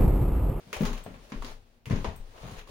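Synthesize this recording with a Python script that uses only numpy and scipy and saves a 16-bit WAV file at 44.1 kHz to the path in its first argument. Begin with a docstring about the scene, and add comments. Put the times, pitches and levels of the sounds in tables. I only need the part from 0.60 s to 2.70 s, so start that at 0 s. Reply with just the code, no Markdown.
"""Dull thumps and light slaps: someone climbs carpeted wooden stairs in loose slippers.
Each step shakes the wood, the soles slap the heel or the stair and scuff the carpet,
and the stairwell echoes. Every stride jolts the hand-held microphone into a low rumble.
Clothes rustle over the quiet drone of the house."""
import sys
import numpy as np
from scipy import signal
from scipy.fft import rfft, irfft, next_fast_len
from scipy.io import wavfile

SR = 44100
rng = np.random.default_rng(int(sys.argv[2]) if len(sys.argv) > 2 else 0)


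def dump(signal):
    """Clip the signal to [-1, 1] and save it as 16-bit WAV at the path in sys.argv[1]."""
    limited = np.clip(np.atleast_2d(signal).T, -1, 1)
    pcm = np.round(limited * 32767).astype(np.int16)
    wavfile.write(sys.argv[1], SR, pcm)


N = 92610
T = np.arange(int(SR * 0.6)) / SR  # seconds since the start of one short sound


def thumps():
    """A foot bends the stair for a few swings and makes the staircase ring, over a dull thud."""
    # weight landing on a stair: start_s, level_db, pitch_hz, thud_decay_s
    footfalls = [(0.067, -48.5, 189, 0.38), (0.165, -41, 65, 0.17), (.2068, -19, 205.4, 0.15),
                 (0.2193, -25.5, 165, 0.21), (0.306, -37.5, 227, 0.18), (0.46, -38.5, 153, 0.44),
                 (.505, -44.5, 160, 0.41), (0.72, -34.5, 218, 0.37), (0.74, -37.5, 148, 0.19),
                 (0.841, -41, 255, 0.16), (0.861, -52, 100, 0.57), (1.269, -35, 110, 0.65),
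                 (1.3079, -20, 149.5, 0.34), (1.338, -29, 147, 0.18), (1.451, -33.5, 218, 0.18),
                 (1.47, -29, 66, 0.33), (1.833, -37, 128, 0.48), (1.917, -38, 121, 0.083),
                 (2.092, -46, 130, 0.14)]
    # the notes the staircase rings at: pitch_hz, level_db, decay_s
    stair_notes = [(61.8, -10, 0.9), (100.5, -10.5, 0.48), (130.4, -7.5, 0.29), (168.3, -1.5, 0.26),
                   (214.7, -2, 0.23), (242.1, -1, 0.29), (358.6, -6, 0.13), (409, -7, 0.48),
                   (473.5, -6.5, 0.2), (527, -5.5, 0.34)]
    # tone of the thud: frequency_hz, level_db
    thud_tone = [(30, -58), (60, -2), (80, -1.5), (110, -2), (150, -5), (250, -1.5), (310, -9.5), (400, -6),
                 (600, -7), (1200, -16), (3000, -60)]
    thud_db, ring_db, bend_db = -5, -6.5, 4
    out = np.zeros((2, N))
    for start_s, level_db, pitch_hz, thud_decay_s in footfalls:
        # sound far from the step's own pitch is weaker
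        focus_db = lambda hz: -5.5 * np.log2((hz + 1) / pitch_hz) ** 2
        bend = np.sin(2 * np.pi * pitch_hz * T) * fade(T, decay_s=0.07)
        ring = sum(amp(db + focus_db(hz)) * np.sin(2 * np.pi * hz * T) * fade(T, decay_s)
                   for hz, db, decay_s in stair_notes)
        thud = stairwell(lambda hz: along(thud_tone, hz) + focus_db(hz), thud_decay_s, echo_db=-4)
        thump = amp(thud_db) * thud - amp(ring_db) * ring - amp(bend_db) * bend
        add(out, start_s, amp(level_db) * thump * onset(rise_s=0.0033))
    return out


def slaps():
    """A loose sole cracks brightly on the heel, or hollowly on the stair as it traps air."""
    # sole hits: start_s, level_db, hollow_hz, hollow_db, bright_db, decay_s
    hits = [(.101, -48, 900, 11, -4, 0.0044), (0.1292, -21.5, 2450, 7, 6, 0.012),
            (0.1651, -31, 675, 7.5, 3.5, 0.024), (0.2, -40, 4000, -3, 27, 0.01),
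            (.207, -34.5, 430, 4.5, -4, 0.055), (0.219, -32.5, 800, -5, 20, 0.0098),
            (.233, -27.5, 810, 8.5, -3, 0.019), (.2515, -30.5, 5240, 3.5, 5.5, 0.042),
            (0.3295, -37.5, 3000, 4.5, 7.5, .03), (0.376, -42.5, 3040, 2.5, 4.5, 0.06),
            (.4625, -34.5, 643, 12, -31, 0.019), (.5417, -36.5, 2550, 0.5, -32, 0.0062),
            (0.7007, -43.5, 5000, -2, 8, 0.0092), (0.7196, -33.5, 398, -14, -12, 0.023),
            (.822, -37.5, 960, 7.5, 2, 0.036), (.846, -31, 4500, 9, 5, 0.0097),
            (1.2566, -31.5, 2400, 8, 7.5, 0.0087), (1.298, -36, 596, 13, 0.5, 0.043),
            (1.3072, -38, 1720, 6, -3.5, 0.18), (1.358, -36.5, 6000, 1.5, -3, .03),
            (1.4439, -28, 724, 10, -9, 0.053), (1.7768, -45, 930, 4, -18, 0.035),
            (1.8315, -46, 590, 16, -12, 0.11), (1.9127, -38.5, 700, -9, 9, 0.0094),
            (1.9845, -36.5, 2440, 6, 3, 0.0094), (2.0728, -47.5, 990, 8, 4, 0.033)]
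    # tone of a slap: frequency_hz, level_db
    slap_tone = [(100, -9), (300, -4.5), (420, 9.5), (560, 4), (750, -2), (1030, 6.5), (1350, 0.5),
                 (2100, -1.5), (2400, -1.5), (2800, -2.5), (3600, -6), (5500, -9.5), (6800, -8.5),
                 (7600, -19.5), (9700, -16), (13000, -25.5), (15500, -20)]
    # where the brightness goes: frequency_hz, share_of_bright_db
    brightness = [(2500, 0), (6000, 0.45), (8500, 0.81), (14000, 1.24)]
    hollow_octaves = 0.44  # half the width of the trapped air's peak
    out = np.zeros((2, N))
    for start_s, level_db, hollow_hz, hollow_db, bright_db, decay_s in hits:
        hollow = lambda hz: np.exp(-(np.log2((hz + 1) / hollow_hz) / hollow_octaves) ** 2)
        tone = lambda hz: along(slap_tone, hz) + hollow_db * hollow(hz) + bright_db * along(brightness, hz)
        slap = stairwell(tone, decay_s, echo_db=4.5)
        add(out, start_s, amp(level_db) * slap * onset(rise_s=0.00084))
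    return out


def ticks():
    """A few thin, high ticks sound among the steps."""
    # the ticks: start_s, level_db
    hits = [(.437, -43.5), (1.261, -57), (1.56, -43.5)]
    # tone of a tick: frequency_hz, level_db
    tick_tone = [(3000, -31), (7200, -20), (7700, -6), (8200, 2.5), (8800, -2), (9600, -14), (12200, -11),
                 (13200, -5), (14000, -2), (14600, -4), (15500, -3)]
    out = np.zeros((2, N))
    for start_s, level_db in hits:
        tick = stairwell(lambda hz: along(tick_tone, hz), decay_s=0.038, echo_db=0.5)
        add(out, start_s, amp(level_db) * tick * onset(rise_s=0.0019))
    return out


def scuffs():
    """A sliding sole swells and fades, made grainy by carpet fibres that catch."""
    # slides on the carpet: peak_s, rise_s, decay_s, level_db, body_db
    slides = [(.265, .03, 0.51, -42, 8.5), (0.522, 0.04, 0.43, -75, -11), (.89, 0.069, 0.21, -49, 7),
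              (1.345, 0.046, 0.9, -51, 9), (1.755, .04, 0.26, -65, 15), (1.88, .1, 0.72, -52.5, 10.5),
              (1.995, 0.041, 0.16, -48.5, -3)]
    # tone of the rubbing: frequency_hz, level_db
    scuff_tone = [(100, -52), (400, 6.5), (1000, 7), (1500, 11.5), (2700, 6.5), (4000, 6), (5600, -8.5),
                  (6800, 5.5), (7700, -31), (9700, -7.5), (13000, -13), (15500, -9)]
    # the hollow, lower part of the rubbing: frequency_hz, share_of_body_db
    body = [(200, 0.72), (450, 1), (750, 1), (1100, 1), (1500, 0.01)]
    out = np.zeros((2, N))
    for peak_s, rise_s, decay_s, level_db, body_db in slides:
        rub = noise(lambda hz: along(scuff_tone, hz), len(T))
        rub = filtered(rub, lambda hz: amp(body_db * along(body, hz)))
        swell = np.minimum(T / rise_s, 1) * fade(np.maximum(T - rise_s, 0), decay_s)
        add(out, peak_s - rise_s, amp(level_db) * rub * swell)
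    grain_db = 2.5 * wobble(per_second=323)
    return out * amp(grain_db)


def stairwell(tone, decay_s, echo_db):
    """A burst of noise fills the stairwell and leaves a short echo."""
    # how long the echo lasts: frequency_hz, decay_s
    echo_decay = [(100, 0.6), (500, 0.32), (2000, 0.32), (6000, .28), (15000, 0.21)]
    fill_s = 0.04
    burst = fade(T, decay_s)
    direct = noise(tone, len(T), likeness=[(200, 0.93), (500, 0.81), (1200, 0.35)]) * burst
    # split fresh noise into bands so that low ones can die away more slowly
    hz, t, bands = signal.stft(noise(tone, len(T)), SR, nperseg=256)
    bands = bands * fade(t, along(echo_decay, hz)[:, None])
    echo = signal.istft(bands, SR, nperseg=256)[1][:, :len(T)]
    build_up = np.sqrt(np.cumsum(burst ** 2) / SR / fill_s) * np.clip(T / 0.0015, 0, 1)
    return direct + amp(echo_db) * echo * build_up


def jolts():
    """Each stride sets off a few very low swings at the microphone."""
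    # bumps of the microphone: start_s, level_db, pitch_hz, decay_s
    bumps = [(.17, -40, 26.6, 0.62), (0.236, -24, 28, 0.54), (0.309, -30.5, 31, 0.46),
             (0.501, -45.5, 38.2, 0.9), (0.756, -31, 27.2, 0.7), (0.803, -27.5, 38.3, 0.079),
             (.885, -35, 20.8, 0.34), (1.332, -24, 24.2, 0.56), (1.387, -41, 36.7, 0.25),
             (1.599, -31.5, 24, 0.42), (1.812, -42, 43.4, 0.85), (1.973, -38, 28.6, 0.41)]
    out = np.zeros((2, N))
    for start_s, level_db, pitch_hz, decay_s in bumps:
        swing = -np.sin(2 * np.pi * pitch_hz * T) * fade(T, decay_s)
        add(out, start_s, amp(level_db) * swing * onset(rise_s=0.0038))
    return out


def clothes():
    """Moving cloth makes a soft rustle that swells and flutters."""
    # loudness of the rustle: time_s, level_db
    loudness = [(0, -58), (.1, -56.5), (.4, -59), (.62, -57.5), (.72, -57), (.92, -52.5), (1.0, -67),
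                (1.17, -70.5), (1.24, -76.5), (1.4, -52), (1.58, -59.5), (1.68, -61.5), (1.75, -57.5),
                (1.82, -53), (1.98, -53), (2.06, -66), (2.1, -49)]
    # tone of the cloth: frequency_hz, level_db
    cloth_tone = [(60, -10), (250, 12), (500, 14), (1000, 7.5), (1600, 5), (2700, 4), (4500, 1.5),
                  (6800, -3), (7700, -7), (9700, -5), (13000, -14.5), (15500, -8)]
    flutter_db = 1.2 * wobble(per_second=40) + 0.8 * wobble(per_second=500)
    level_db = np.interp(np.arange(N) / SR, *np.transpose(loudness)) + flutter_db
    return amp(level_db) * noise(lambda hz: along(cloth_tone, hz), N)


def house():
    """The house gives a quiet, steady drone."""
    # tone of the drone: frequency_hz, level_db
    drone_tone = [(20, 13), (45, 21), (70, 10), (85, 11), (96, 20), (110, 8.5), (140, 11.5), (170, -1),
                  (200, -5), (238, 16), (290, -5), (480, -1), (1000, -7.5), (3000, -13), (7000, -23),
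                  (8000, -34), (15500, -17.5)]
    return amp(-64) * noise(lambda hz: along(drone_tone, hz), N)


def noise(tone, size, likeness=None):
    """Stereo noise of strength 1 (rms); tone gives the decibels at each frequency."""
    # how alike left and right are for sound from all around: frequency_hz, likeness (1 = the same)
    room_likeness = [(150, 0.82), (300, 0.82), (600, 0.58), (1200, -0.16), (2500, 0.061), (8000, -0.082)]
    hz = np.fft.rfftfreq(size, 1 / SR)
    spread = np.arccos(np.clip(along(likeness or room_likeness, hz), -1, 1)) / 2
    spectrum = rfft(rng.standard_normal((2, size))) * amp(tone(hz))
    middle, side = irfft(spectrum * [np.cos(spread), np.sin(spread)], size)
    stereo = np.array([middle + side, middle - side])
    return stereo / np.sqrt(np.mean(stereo ** 2) + 1e-20)


def amp(db):
    """Turn decibels into a multiplier."""
    return 10 ** (np.asarray(db) / 20)


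def along(points, hz):
    """Read between (frequency_hz, value) points, with octaves evenly spaced."""
    frequencies, values = np.transpose(points)
    return np.interp(np.log(hz + 1), np.log(frequencies + 1), values)


def onset(rise_s):
    """Rise smoothly from 0 towards 1."""
    return 1 - np.exp(-T / rise_s)


def fade(t, decay_s):
    """Die away by 60 decibels every decay_s seconds."""
    return np.exp(-np.log(1000) * t / np.maximum(decay_s, 1e-3))


def wobble(per_second):
    """A line that wanders between random values."""
    return np.interp(np.arange(N) * per_second / SR, np.arange(4096), rng.standard_normal(4096))


def filtered(sound, gain):
    """Turn each frequency up or down by gain(hz)."""
    size = sound.shape[-1]
    padded = next_fast_len(size + 2048, True)
    hz = np.fft.rfftfreq(padded, 1 / SR)
    return irfft(rfft(sound, padded) * gain(hz), padded)[..., :size]


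def add(out, start_s, sound):
    """Mix a sound into out, beginning at start_s."""
    first = max(0, round(start_s * SR))
    part = out[:, first:first + sound.shape[-1]]
    part += sound[..., :part.shape[1]]


def scene():
    """All the sounds together."""
    return thumps() + slaps() + ticks() + scuffs() + jolts() + clothes() + house()


def record(dry):
    """The left microphone picks up more bass, and the very highest treble is cut."""
    # how much louder the left side is: frequency_hz, left_minus_right_db
    balance = [(30, 6), (120, 4.5), (300, 2), (600, 7.5), (1100, 0), (3000, 3.1), (6000, -1.5), (9000, 2.5),
               (14000, -2.5)]
    top_hz = 15900
    sides = np.array([[0.5], [-0.5]])
    return filtered(dry, lambda hz: amp(along(balance, hz) * sides) * (hz < top_hz))


dry = scene()
out = record(dry)
dump(out)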